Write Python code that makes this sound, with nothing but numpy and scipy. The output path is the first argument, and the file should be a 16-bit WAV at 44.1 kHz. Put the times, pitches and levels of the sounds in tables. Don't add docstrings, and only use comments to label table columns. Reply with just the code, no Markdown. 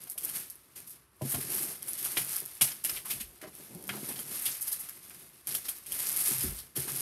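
import sys
import numpy as np
from scipy import signal
from scipy.fft import rfft, irfft
from scipy.io import wavfile

SR = 44100
rng = np.random.default_rng(int(sys.argv[2]) if len(sys.argv) > 2 else 0)


def store_wav(level_fs):
    pcm = np.round(np.clip(np.atleast_2d(level_fs), -1, 1) * 32767)
    wavfile.write(sys.argv[1], SR, pcm.T.astype(np.int16))


def boost(x):
    u = np.asarray(x, float) / 20
    return 10 ** u


N = 309141

# start in seconds, closing time in seconds, holding time in seconds, film crackle in dB.
GRABS = [(0.0, 0.0039, 0.019, -52), (0.17, 0.073, 0.036, -43.5), (0.29, 0.063, 0.009, -37.5),
         (0.753, 0.007, 0.019, -49.5), (1.211, 0.0483, 0.186, -42), (1.44, 0.0784, 0.0622, -35),
         (1.62, 0.038, 0.053, -42), (1.76, 0.108, 0.21, -46.5), (1.95, 0.082, 0.1, -41),
         (2.14, 0.0367, 0.0113, -34), (2.22, 0.072, 0.072, -38), (3.25, 0.011, 0.13, -60),
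         (2.618, 0.023, 0.013, -36), (2.838, 0.0044, 0.0904, -39.5), (3.049, 0.057, 0.012, -39),
         (3.43, 0.1134, 0.65, -55), (3.86, 0.031, 0.186, -47), (4.049, 0.026, 0.22, -47),
         (4.265, 0.0452, 0.164, -40), (4.432, 0.0505, 0.046, -41), (4.56, 0.0286, 0.091, -46.5),
         (4.64, 0.133, 0.064, -46.5), (4.87, 0.0095, 0.36, -54), (5.463, 0.023, 0.039, -38.5),
         (5.629, 0.016, 0.128, -49), (5.862, 0.046, 0.23, -40), (5.97, 0.0216, .4, -38),
         (6.338, 0.0128, 0.134, -44.5), (6.753, 0.0054, 0.0582, -38.5), (6.85, 0.039, .2, -38),
         (0.42, 0.018, 0.036, -77), (0.56, .03, 0.14, -65), (0.9, 0.024, 0.0254, -60),
         (1.08, 0.059, .08, -73), (2.47, 0.0095, 0.097, -51.5), (5.2, 0.058, 0.153, -61.5),
         (6.04, 0.014, 0.0088, -50), (6.15, 0.016, 0.043, -37), (6.238, 0.025, 0.027, -31),
         (6.4, 0.0081, 0.064, -38), (6.52, 0.025, 0.021, -51), (3.98, 0.068, 0.067, -47.5)]
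# time in seconds, change of rumble in dB.
LEAN = [(0, 5.5), (.45, 1.5), (.9, 3.5), (1.3, 7), (1.6, 8.5), (2.0, 5), (2.35, -3), (2.7, 2.5),
        (3.35, 5.5), (3.66, 6.5), (3.76, 16.5), (4.3, 6.5), (4.5, -3.5), (4.62, -5.5), (4.85, 1), (5.25, 6),
        (5.9, -0.5), (6.45, -1.5), (6.7, 5.5)]
# time in
# seconds, peak in dB.
SNAPS = [(0.0186, -23.2), (0.0363, -23.1), (0.099, -13.3), (0.1199, -19.9), (0.1786, -20.0),
         (0.1842, -15.8), (0.2091, -19.3), (0.249, -8.2), (0.2541, -9.5), (0.5001, -18.5), (0.5054, -22.2),
         (1.3106, -11.8), (1.3205, -11.6), (1.5026, -12.8), (1.5256, -12.7), (1.5466, -10.5),
         (1.5514, -11.4), (1.5745, -12.8), (1.6244, -14.6), (1.8289, -14.9), (1.8845, -14.3),
         (1.8896, -15.9), (1.9333, -10.5), (1.9392, -16.0), (2.0284, -13.5), (2.0455, -9.8),
         (2.0518, -12.5), (2.0577, -14.4), (2.1187, -12.0), (2.1241, -16.3), (2.1718, -13.4),
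         (2.1818, -11.2), (2.1873, -13.1), (2.2173, -11.0), (2.2482, -15.0), (2.2946, -14.7),
         (2.3221, -10.1), (2.3293, -15.0), (2.3602, -13.0), (2.3651, -4.0), (2.3809, -15.6),
         (2.3858, -14.3), (2.4032, -12.2), (2.4544, -16.8), (2.4598, -15.7), (2.6117, -8.0), (2.6181, -1.2),
         (2.6218, -6.0), (2.8384, -20.5), (2.8412, -9.1), (2.8474, -11.4), (2.8536, -11.6), (3.5523, -23.3),
         (3.7495, -21.7), (3.8258, -23.7), (3.8401, -22.4), (3.8721, -22.8), (3.8792, -22.1),
         (3.8924, -17.6),
         (4.1978, -18.1), (4.4565, -12.1), (4.4611, -12.6), (4.6184, -15.1), (4.6266, -14.5),
         (4.7331, -14.8), (4.895, -16.5), (5.0975, -24.2), (5.1467, -26.6), (5.4715, -7.8), (5.4772, -17.2),
         (5.4917, -14.6), (5.5432, -14.9), (5.5501, -13.2), (5.6848, -14.5), (5.6919, -11.8),
         (5.6973, -11.9), (5.867, -18.1), (5.9215, -8.4), (5.9269, -11.5), (5.9906, -14.9), (6.0032, -11.4),
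         (6.0645, -10.8), (6.0698, -8.1), (6.0723, -12.0), (6.09, -5.2), (6.0953, -9.3), (6.1168, -12.5),
         (6.1284, -12.4), (6.1632, -7.3), (6.1684, -9.4), (6.1745, -9.7), (6.1836, -12.2), (6.2063, -9.9),
         (6.2113, -9.1), (6.2152, -12.4), (6.2398, -8.7), (6.2449, -11.5), (6.2531, -11.5), (6.2584, -10.1),
         (6.2758, -8.6), (6.281, -9.2), (6.2843, -8.9), (6.2897, -9.4), (6.2937, -11.5), (6.3834, -12.8),
         (6.3887, -13.7), (6.4092, -13.6), (6.4446, -12.9), (6.574, -20.8), (6.7621, -16.7),
         (6.7663, -14.3), (6.7741, -13.3), (6.8042, -13.8), (6.9195, -10.8), (6.9639, -15.8),
         (6.9731, -11.9), (7.0012, -11.8), (7.0069, -12.9),
         (0.0401, -23.7), (0.0939, -24.3), (0.1135, -20.7), (0.2158, -21.9), (0.2236, -23.8),
            (0.5557, -28.2), (0.5612, -34.0), (0.6463, -40.7), (0.803, -22.8), (0.8964, -26.5),
            (1.1674, -42.7), (1.8246, -23.0), (1.875, -18.8), (1.9779, -18.6), (2.0128, -17.4),
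            (2.317, -16.3), (2.3396, -16.0), (2.5528, -24.6), (2.5782, -25.8), (3.4936, -29.9),
            (3.586, -27.3), (3.8793, -21.6), (3.9571, -21.1), (3.9663, -20.8), (4.2301, -18.5),
            (4.2956, -19.6), (4.3959, -17.6), (4.5691, -19.0), (4.6116, -18.6), (4.6729, -18.2),
            (4.7192, -18.5), (4.8889, -20.9), (4.9772, -30.1), (5.2913, -34.4), (5.5243, -15.9),
            (5.5707, -15.1), (5.702, -16.2), (5.785, -23.7), (5.8618, -25.6), (6.0766, -13.8),
            (6.5489, -23.6), (6.5539, -25.0), (6.5688, -21.6), (6.5895, -22.5), (6.6036, -21.8),
            (6.6091, -24.1), (6.7978, -15.3), (6.8432, -18.4)]
# time in seconds, peak in dB, rattle centre in Hz, rattle treble in dB re peak.
KNOCKS = [(0.071, -41, 1100, 6.5), (0.0986, -56.5, 5060, 32.5), (0.177, -38, 2850, 18),
          (0.232, -43, 5150, 24), (0.2887, -31, 5790, 11.5), (0.5, -55.5, 5760, 26.5),
          (0.764, -51.5, 2780, 22), (1.216, -32, 810, 4.5), (1.343, -21.5, 1000, 3.5),
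          (1.8223, -40.5, 5970, 9), (2.0474, -31.5, 3000, 16), (2.058, -28.5, 1166, -10),
          (2.17, -16.5, 2610, -4), (2.359, -56.5, 5700, 14), (2.6105, -23, 2800, 18.5),
          (2.616, -17, 2900, 7.5), (2.7165, -28.5, 5300, -1.5), (2.846, -30.5, 2370, 18),
          (2.8947, -21.5, 5480, 5.5), (2.9713, -31.5, 2200, -14), (3.414, -36.5, 1820, 4.5),
          (3.8923, -20, 1850, -15), (4.19, -32, 4500, 12.5), (4.159, -31.5, 4000, -5),
          (4.887, -40.5, 1780, 11), (5.1067, -40.5, 1990, 2), (5.4726, -31.5, 4520, 9.5),
          (5.547, -27, 3500, 12.5), (5.685, -28.5, 3120, 12.5), (5.862, -41.5, 2300, 14.5),
          (5.9192, -34, 2870, 1), (6.764, -31, 3570, 14), (3.966, -30, 735, -35.5),
          (6.408, -30.5, 4000, 10)]
# time in seconds, peak in dB, rattle centre in Hz, rattle treble in dB re peak.
SLUMPS = [(0.1044, -39.5, 4920, 9), (0.3494, -51.5, 2820, 4), (0.8644, -52, 3100, 21.5),
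          (0.895, -52, 3180, 23.5), (1.2844, -41, 4360, 23.5), (1.3125, -24, 4900, 8.5),
          (1.3994, -32.5, 1770, 10.5), (1.5199, -39, 4990, 1), (1.6194, -34.5, 1020, 15),
          (1.8714, -31, 5470, 11.5), (1.9744, -35.5, 3160, 15.5), (2.8444, -34, 2500, -1),
          (2.954, -29.5, 2680, 6.5), (3.047, -30, 1210, 7.5), (3.0974, -24, 2790, 8.5),
          (3.196, -30.5, 2490, 10), (3.4244, -31.5, 1550, -7), (3.925, -26.5, 1110, -5),
          (4.0774, -25.5, 5600, 7.5), (4.3344, -29, 4340, 4.5), (4.4504, -23, 2870, 9),
          (4.5044, -28.5, 6050, -38.5), (4.606, -46.5, 4960, 30), (4.666, -34.5, 6800, 18),
          (4.713, -29.5, 4010, 14), (5.497, -29.5, 4400, -6), (5.6421, -29, 5200, 2.5),
          (6.0544, -26.5, 6100, -10), (6.263, -40, 5200, 10), (6.575, -31, 4010, 4),
          (3.465, -39.5, 1000, 1), (3.96, -30, 800, -20), (4.1, -39, 1920, -6), (4.09, -32.5, 980, -8.5),
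          (6.87, -29, 1300, -1.5), (2.67, -29, 2760, -4), (4.41, -41.5, 5000, 21), (6.198, -38, 5000, 22),
          (6.375, -46.5, 5000, 9.5), (1.6, -35.5, 5000, 15), (4.79, -47, 5000, 24), (2.92, -38, 5500, 6),
          (5.99, -33, 3500, 3)]
# frequency in Hz, level in dB, T60 in seconds.
PIECE_MODES = [(724, -7.5, 0.16), (1120, -9, 0.05), (1420, -5, 0.07), (1620, -4, 0.04), (1850, -8, .04),
               (2270, -24, 0.071), (2420, 3, 0.035), (2876, 0, 0.03), (3180, 4, 0.06), (4560, -9, 0.046),
               (5150, 1, 0.03), (5950, -5, 0.04)]
# time in seconds, peak in dB, then middle modes, upper modes and floor boom in dB re peak.
THUMPS = [(0.155, -70, 12, 22, -20), (0.24, -68, 16.5, 10, -12), (0.765, -66, 8, 8, -20),
          (1.211, -50, 12, 21, -24), (1.2172, -20, -13, -22, -34), (1.2466, -28, -22, -30, -40),
          (1.338, -28, -7, -10, -26), (1.375, -32, -10, -20, -26), (1.44, -52, 8, -5, -20),
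          (1.635, -56, 14, -5, -20), (2.167, -34, 0, 0, -21), (2.418, -50, 7, 5, -14),
          (2.615, -34, -15, -20, -14), (2.91, -42, -12, -16, 7), (3.143, -37, -29, -29, 0),
          (3.229, -62.5, -14, -14, 29), (3.425, -66, 25, 22, -20), (3.438, -74, 36, 39, -22),
          (3.47, -70, 28, 22, -20), (3.597, -56, 10, 8, -30), (3.703, -52, 5, -10, -11),
          (3.902, -31, -14, -20, -26), (4.028, -36, -4, -14, -26), (4.085, -55, 14, 5, -20),
          (4.253, -44, -9, -9, -14), (4.33, -48, -10, -20, -14), (4.468, -45, -24, -24, -1),
          (5.477, -46.5, -5, -5, -26), (5.56, -49, -15, -15, -20), (5.878, -53.5, -2, -2, 10),
          (5.994, -42.5, -5, -5, -22), (6.305, -32, -8, -20, -16), (6.342, -35, -12, -25, -16),
          (6.436, -31, -4, -16, 2), (6.447, -33, -15, -15, 11.5), (6.471, -51, -14, -14, 24),
          (6.598, -56, -12, -16, 19), (6.764, -50, 13, 6, -18), (6.774, -33, 0, -14, -18),
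          (6.888, -38, -20, -25, -30)]
# frequency in Hz, level in dB, T60 in seconds.
TABLE_LOW = [(136, 0, 0.22), (195, -13, 0.3), (250, -12, 0.12)]
# frequency in Hz, level in dB, T60 in seconds.
TABLE_MIDDLE = [(317, -1, 0.096), (372, 2.5, 0.13), (413, 3.5, 0.07)]
# frequency in Hz, level in dB, T60 in seconds.
TABLE_UPPER = [(481, -35.5, 0.044), (628.6, -0.5, 0.075), (770, -1.5, 0.11), (1000, 2, 0.08)]
# frequency in Hz, level in dB, T60 in seconds.
FLOOR_BOOM = [(49, 0, .24), (78, 0, .18)]
# time in seconds, peak in dB, frequency in Hz.
PATS = [(1.255, -32, 228), (1.357, -43, 77), (1.367, -42, 226), (1.378, -41.5, 87), (1.386, -37, 230),
        (1.388, -41, 390), (1.442, -43, 350), (2.177, -42, 365), (2.212, -43, 129.6), (2.62, -39.5, 201),
        (2.632, -42.5, 132.5), (3.138, -45, 240.5), (3.21, -45, 216), (3.231, -50.5, 66.7),
        (3.71, -45, 237), (3.733, -48, 237.4), (3.906, -47.5, 372), (3.951, -41, 364.7), (3.985, -55, 135),
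        (4.032, -46, 342.5), (4.032, -42, 225), (4.113, -41, 257), (6.291, -39, 379), (6.316, -43, 337),
        (6.316, -40, 231), (6.391, -40, 127), (6.425, -41.5, 127), (6.448, -34, 215), (6.45, -35.5, 80.6),
        (6.464, -42, 340), (6.477, -39.5, 212), (6.489, -41, 145), (6.514, -46, 58.3), (6.522, -45, 198.6),
        (6.553, -48.5, 65), (6.786, -36.5, 144.2), (6.795, -47.5, 75), (6.855, -40.5, 372),
        (6.875, -44, 235), (6.879, -42.5, 389), (6.928, -46, 133), (6.945, -45, 384)]
# time in seconds, level in dB, frequency in Hz, T60 in seconds.
SQUEAK = [
    (1.883, -30, 9950, .04),
]
# time in seconds, frequency in Hz, level in dB.
SLIDE = [
    (3.72, 173.9, -55),
    (3.76, 173.8, -43.5),
    (3.802, 186.6, -64),
    (3.86, 188.2, -56.5),
    (3.91, 199.8, -47),
    (3.97, 211.1, -48),
    (4.03, 189.7, -53),
]
# frequency in Hz, level in dB per Hz.
TREBLE_COLOUR = [(3000, -45), (5000, -17), (7600, -15), (8800, -5), (10100, -6), (11000, 1), (11800, 0),
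                 (13500, -9), (14600, -16), (16000, -24)]
# frequency in Hz, level in dB per Hz.
BODY_COLOUR = [(290, -13.5), (500, -6.5), (602, -6.5), (823, -4.5), (1790, -1), (2310, -0.5), (4690, -4),
               (8000, -14.5), (10400, -15), (17600, -120)]
# frequency in Hz, level in dB per Hz.
RUMBLE_COLOUR = [(15, -71), (25, -46.5), (75, -9), (96, -11.5), (117, -9.5), (135, 4.5), (156, -1),
                 (200, -1), (280, -3.5), (330, -2), (370, 0), (420, -6), (520, -8.5), (900, -15.5),
                 (1980, -55.5)]
# frequency in Hz, level in dB per Hz.
AIR_COLOUR = [(25, -26.5), (60, 19), (138, 14.5), (368, -47), (520, -11), (1100, 8.5), (7100, -20.5),
              (11300, 1.5), (14600, -40), (16000, -29)]

CLOSING_DB, RELEASE_DB_PER_S, REST_DB = 19, 131.5, -78
SETTLE_DB, SETTLE_DB_PER_S = -26, 36.5
BODY_DB, BODY_PER_DB = -2, -0.1971
RUB_DB, RUB_PER_DB = -62.5, 0.59
WAKE_DB, WAKE_DB_PER_S = -14, 168
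STRAYS_PER_S, STRAY_DB, STRAY_SPREAD_DB = 3, 4, 3
KNOCK_RISE_S, KNOCK_T60_S = .0025, 0.13
SLUMP_RISE_S, SLUMP_T60_S = .014, 0.13
PAT_RISE_CYCLES, PAT_T60_CYCLES = 1.5, 14
SHED_T60_S, SHED_DB = 0.22, -11.5
AIR_DB = -68.5
CUTOFF_HZ, BASS_CUT_HZ = 16050, 44


def rms_one(x):
    return x / np.sqrt(np.mean(x ** 2) + 1e-20)


def in_time(rows):
    s, *columns = np.transpose(rows)
    return [np.interp(np.arange(N) / SR, s, c) for c in columns]


def colour(x, spectrum):
    size = 8192
    hz = np.maximum(np.arange(size // 2 + 1) * SR / size, 1)
    point_hz, point_db = np.transpose(spectrum)
    gain_db = np.interp(np.log(hz), np.log(point_hz), point_db)
    cepstrum = irfft(np.log(boost(gain_db)))
    cepstrum[1:size // 2] *= 2
    cepstrum[size // 2 + 1:] = 0
    pulse = irfft(np.exp(rfft(cepstrum)))
    return signal.fftconvolve(x, pulse / np.sqrt(np.sum(pulse ** 2)))[:N]


def drift(rate):
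    r = np.exp(-80 * np.pi * rate / SR)
    noise = rng.standard_normal(N // 40 + 2002)
    slow = signal.lfilter([1], [1, -2 * r, r * r], noise)[2000:]
    return np.interp(np.arange(N) / 40, np.arange(len(slow)), rms_one(slow))


def ring(clicks, hz, t60):
    r, w = boost(-60 / (t60 * SR)), 2 * np.pi * hz / SR
    return signal.lfilter([0, np.sin(w)], [1, -2 * r * np.cos(w), r * r], clicks + 1e-18)


def clicks_at(s, db):
    out = np.zeros(N)
    index = np.round(np.asarray(s) * SR).astype(int)
    out[np.minimum(index, N - 1)] = boost(db)
    return out


def creases(per_s, spread_db, length_s):
    clumping = boost(4.0 * np.minimum(drift(25), 1))
    born = rng.random(N) < per_s * clumping / SR
    sizes = boost(spread_db * np.minimum(rng.exponential(1, N), 2.8))
    r = np.exp(-1 / (length_s * SR))
    region = rng.integers(0, 6, N)
    out = np.zeros(N)
    for k, hz in enumerate(np.geomspace(1500, 13000, 6)):
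        bursts = signal.lfilter([1], [1, -r], born * sizes * (region == k) + 1e-18)
        puffs = bursts * rng.standard_normal(N)
        band = signal.butter(1, [hz / 2.07, hz * 1.64], "band", fs=SR)
        out += .5 * puffs + signal.lfilter(*band, puffs)
    return rms_one(out)


def fading(rise_db):
    total_db = 10 * np.log10(np.sum(boost(rise_db) ** 2, axis=0) + 1e-20)
    return np.interp(np.arange(N) / SR, np.arange(len(total_db)) / 1000, total_db)


def hand():
    t = np.arange(N * 1000 // SR + 2) / 1000
    s, closing, holding, level_db = np.transpose(GRABS)[:, :, None]
    closing = np.maximum(closing, .005)
    since_release = t - s - closing - holding
    swell_db = -CLOSING_DB * np.maximum(1 - (t - s) / closing, 0)
    grabs = level_db + swell_db - RELEASE_DB_PER_S * np.maximum(since_release, 0)
    creep_db = level_db + SETTLE_DB - SETTLE_DB_PER_S * since_release
    creep = np.where(t > s + closing, creep_db, -200)
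    crackle_db = fading(np.vstack([grabs, creep, REST_DB + 0 * t]))

    s, peak_db, middle_db = np.transpose(THUMPS)[:3, :, None]
    wake = peak_db + np.maximum(middle_db, -9) + WAKE_DB - WAKE_DB_PER_S * (t - s)
    wake_db = fading(np.where(t > s, wake, -200))

    effort_db = crackle_db + 45
    body_db = BODY_DB + BODY_PER_DB * effort_db
    rub_db = RUB_DB + RUB_PER_DB * effort_db + in_time(LEAN)[0]
    rumble_db = 10 * np.log10(boost(rub_db) ** 2 + boost(wake_db) ** 2)
    return crackle_db, body_db, rumble_db


def film(crackle_db, body_db):
    fine = creases(1800, spread_db=2.0, length_s=0.0003)
    rub = rng.standard_normal(N) * boost(1.3 * drift(25))
    treble = boost(crackle_db + 1.0) * (.7 * fine + .7 * rub)
    body = boost(crackle_db + body_db - 4.5) * (.35 * fine + .6 * rub)
    return treble, body


def table_rumble(rumble_db):
    return boost(rumble_db + 1.5 * drift(12)) * colour(rng.standard_normal(N), RUMBLE_COLOUR)


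def room_air():
    return boost(AIR_DB) * colour(rng.standard_normal(N), AIR_COLOUR)


def snaps(crackle_db):
    s, peak_db = np.transpose(np.array(SNAPS))
    stray_db = crackle_db + STRAY_DB + STRAY_SPREAD_DB * rng.uniform(-1, 1, N)
    strays = (rng.random(N) < STRAYS_PER_S / SR) * boost(stray_db)
    clicks = clicks_at(s, peak_db - .8) + strays
    r = np.exp(-1 / (.0012 * SR))
    puffs = signal.lfilter([0, 1], [1, -r], clicks) * rng.standard_normal(N)
    treble = clicks + .14 * puffs
    return treble, boost(-28.5) * treble


def rattles(events, rise, t60, hard):
    treble, body, pieces = np.zeros((3, N))
    t = np.arange(int(.3 * SR)) / SR
    grains = 0.45 * creases(3000, spread_db=1.5, length_s=0.00025) + 0.5 * rng.standard_normal(N)
    swell = np.minimum(t / rise, 1) * boost(-60 * np.maximum(t - rise, 0) / t60)
    for s, peak_db, hz, treble_db in events:
        i = round(s * SR)
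        n = min(len(t), N - i)
        dying = swell[:n] * grains[i:i + n]
        broad = signal.butter(2, [hz / 1.49, hz * 1.3], "band", fs=SR, output="sos")
        stopping = dying * swell[:n] ** hard
        pieces[i:i + n] += boost(peak_db - 2.5) * signal.sosfilt(broad, stopping)
        body[i:i + n] += boost(peak_db - 17.5 + 0.27 * treble_db) * dying
        treble[i:i + n] += boost(peak_db + treble_db - 11.5) * dying
    return np.array([treble, body, pieces])


def knocks():
    knocking = rattles(KNOCKS, KNOCK_RISE_S, KNOCK_T60_S, hard=0.73)
    slumping = rattles(SLUMPS, SLUMP_RISE_S, SLUMP_T60_S, hard=0)
    treble, body, pieces = knocking + slumping
    s, peak_db, centre_hz = np.transpose(KNOCKS)[:3]
    chance_db = rng.normal(0, 2.9, (len(s), len(PIECE_MODES)))
    for k, (hz, level_db, t60) in enumerate(PIECE_MODES):
        far_db = -8 * np.abs(np.log2(centre_hz / hz))
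        strike_db = peak_db + level_db + far_db - 13.5 + chance_db[:, k]
        pieces += ring(clicks_at(s, strike_db), hz, t60)
    return treble, body, pieces


def thumps():
    s, peak_db, middle_db, upper_db, boom_db = np.transpose(THUMPS)
    out = np.zeros(N)
    r, uneven = np.exp(-1 / (.012 * SR)), rng.standard_normal(N)
    # modes, their share in dB, push in seconds, strength of the after-contacts
    groups = ((TABLE_LOW, -6, .006, .008),
              (TABLE_MIDDLE, middle_db - 5, .003, .04),
              (TABLE_UPPER, upper_db - 5, .0015, .04),
              (FLOOR_BOOM, boom_db - 16, .008, .02))
    for modes, share_db, push_s, chatter in groups:
        chance_db = rng.normal(0, 1.5, (len(s), len(modes)))
        rung = np.zeros(N)
        for k, (hz, level_db, t60) in enumerate(modes):
            blows = clicks_at(s, peak_db + share_db + level_db + chance_db[:, k])
            after = uneven * signal.lfilter([1], [1, -r], blows)
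            rung += ring(blows + chatter * after, hz, t60)
        push = np.hanning(round(push_s * SR))
        pushed = signal.oaconvolve(rung, push / push.sum())[:N]
        radiates = signal.butter(3, .7 * modes[0][0], "high", fs=SR, output="sos")
        out += signal.sosfilt(radiates, pushed)
    return out


def pats():
    out, t = np.zeros(N), np.arange(N) / SR
    for s, peak_db, hz in PATS:
        near = slice(round((s - 2 / hz) * SR), round((s + 16 / hz) * SR))
        cycles = (t[near] - s) * hz
        swell = np.sin(np.pi / 2 * np.clip(1 + cycles / PAT_RISE_CYCLES, 0, 1)) ** 2
        dying = boost(peak_db - 60 * np.maximum(cycles, 0) / PAT_T60_CYCLES)
        out[near] += swell * dying * np.cos(2 * np.pi * cycles)
    return out


def squeak():
    s, level_db, hz, t60 = SQUEAK[0]
    slips = clicks_at([s, s + .006, s + .025], [level_db, level_db, level_db - 4])
    return ring(slips, hz, t60)


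def slide():
    hz, level_db = in_time(SLIDE)
    t = np.arange(N) / SR
    moving = np.clip(np.minimum(t - SLIDE[0][0], SLIDE[-1][0] - t) / 0.0076, 0, 1)
    phase = 2 * np.pi * np.cumsum(hz) / SR
    drone = np.sin(phase) + .25 * np.sin(2 * phase)
    return moving * boost(level_db + 1.2 * drift(20)) * drone


def shed(x):
    t = np.arange(int(.4 * SR)) / SR
    tail = rng.standard_normal(len(t)) * boost(-60 * t / SHED_T60_S) * (t > .002)
    return x + boost(SHED_DB) * signal.fftconvolve(x, tail / np.sqrt(np.sum(tail ** 2)))[:N]


def scene():
    crackle_db, body_db, rumble_db = hand()
    film_treble, film_body = film(crackle_db, body_db)
    snap_treble, snap_body = snaps(crackle_db)
    knock_treble, knock_body, pieces = knocks()
    treble = colour(film_treble + snap_treble + knock_treble, TREBLE_COLOUR)
    body = colour(film_body + snap_body + knock_body, BODY_COLOUR)
    bags = treble + body + pieces + squeak()
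    table = thumps() + pats() + slide() + table_rumble(rumble_db)
    return (shed(bags) + table + room_air())[None]


def band_limit(x):
    return signal.sosfilt(signal.butter(12, 16810, fs=SR, output="sos"), x)


def record(dry):
    top_cut = signal.cheby2(20, 60, CUTOFF_HZ + 100, fs=SR, output="sos")
    bass_cut = signal.butter(6, BASS_CUT_HZ, "high", fs=SR, output="sos")
    trimmed = signal.sosfilt(top_cut, signal.sosfilt(bass_cut, dry))
    rounded = .5 * np.tanh(trimmed / .5)
    return band_limit(signal.sosfilt(top_cut, rounded))


dry = scene()
out = record(dry)
store_wav(out)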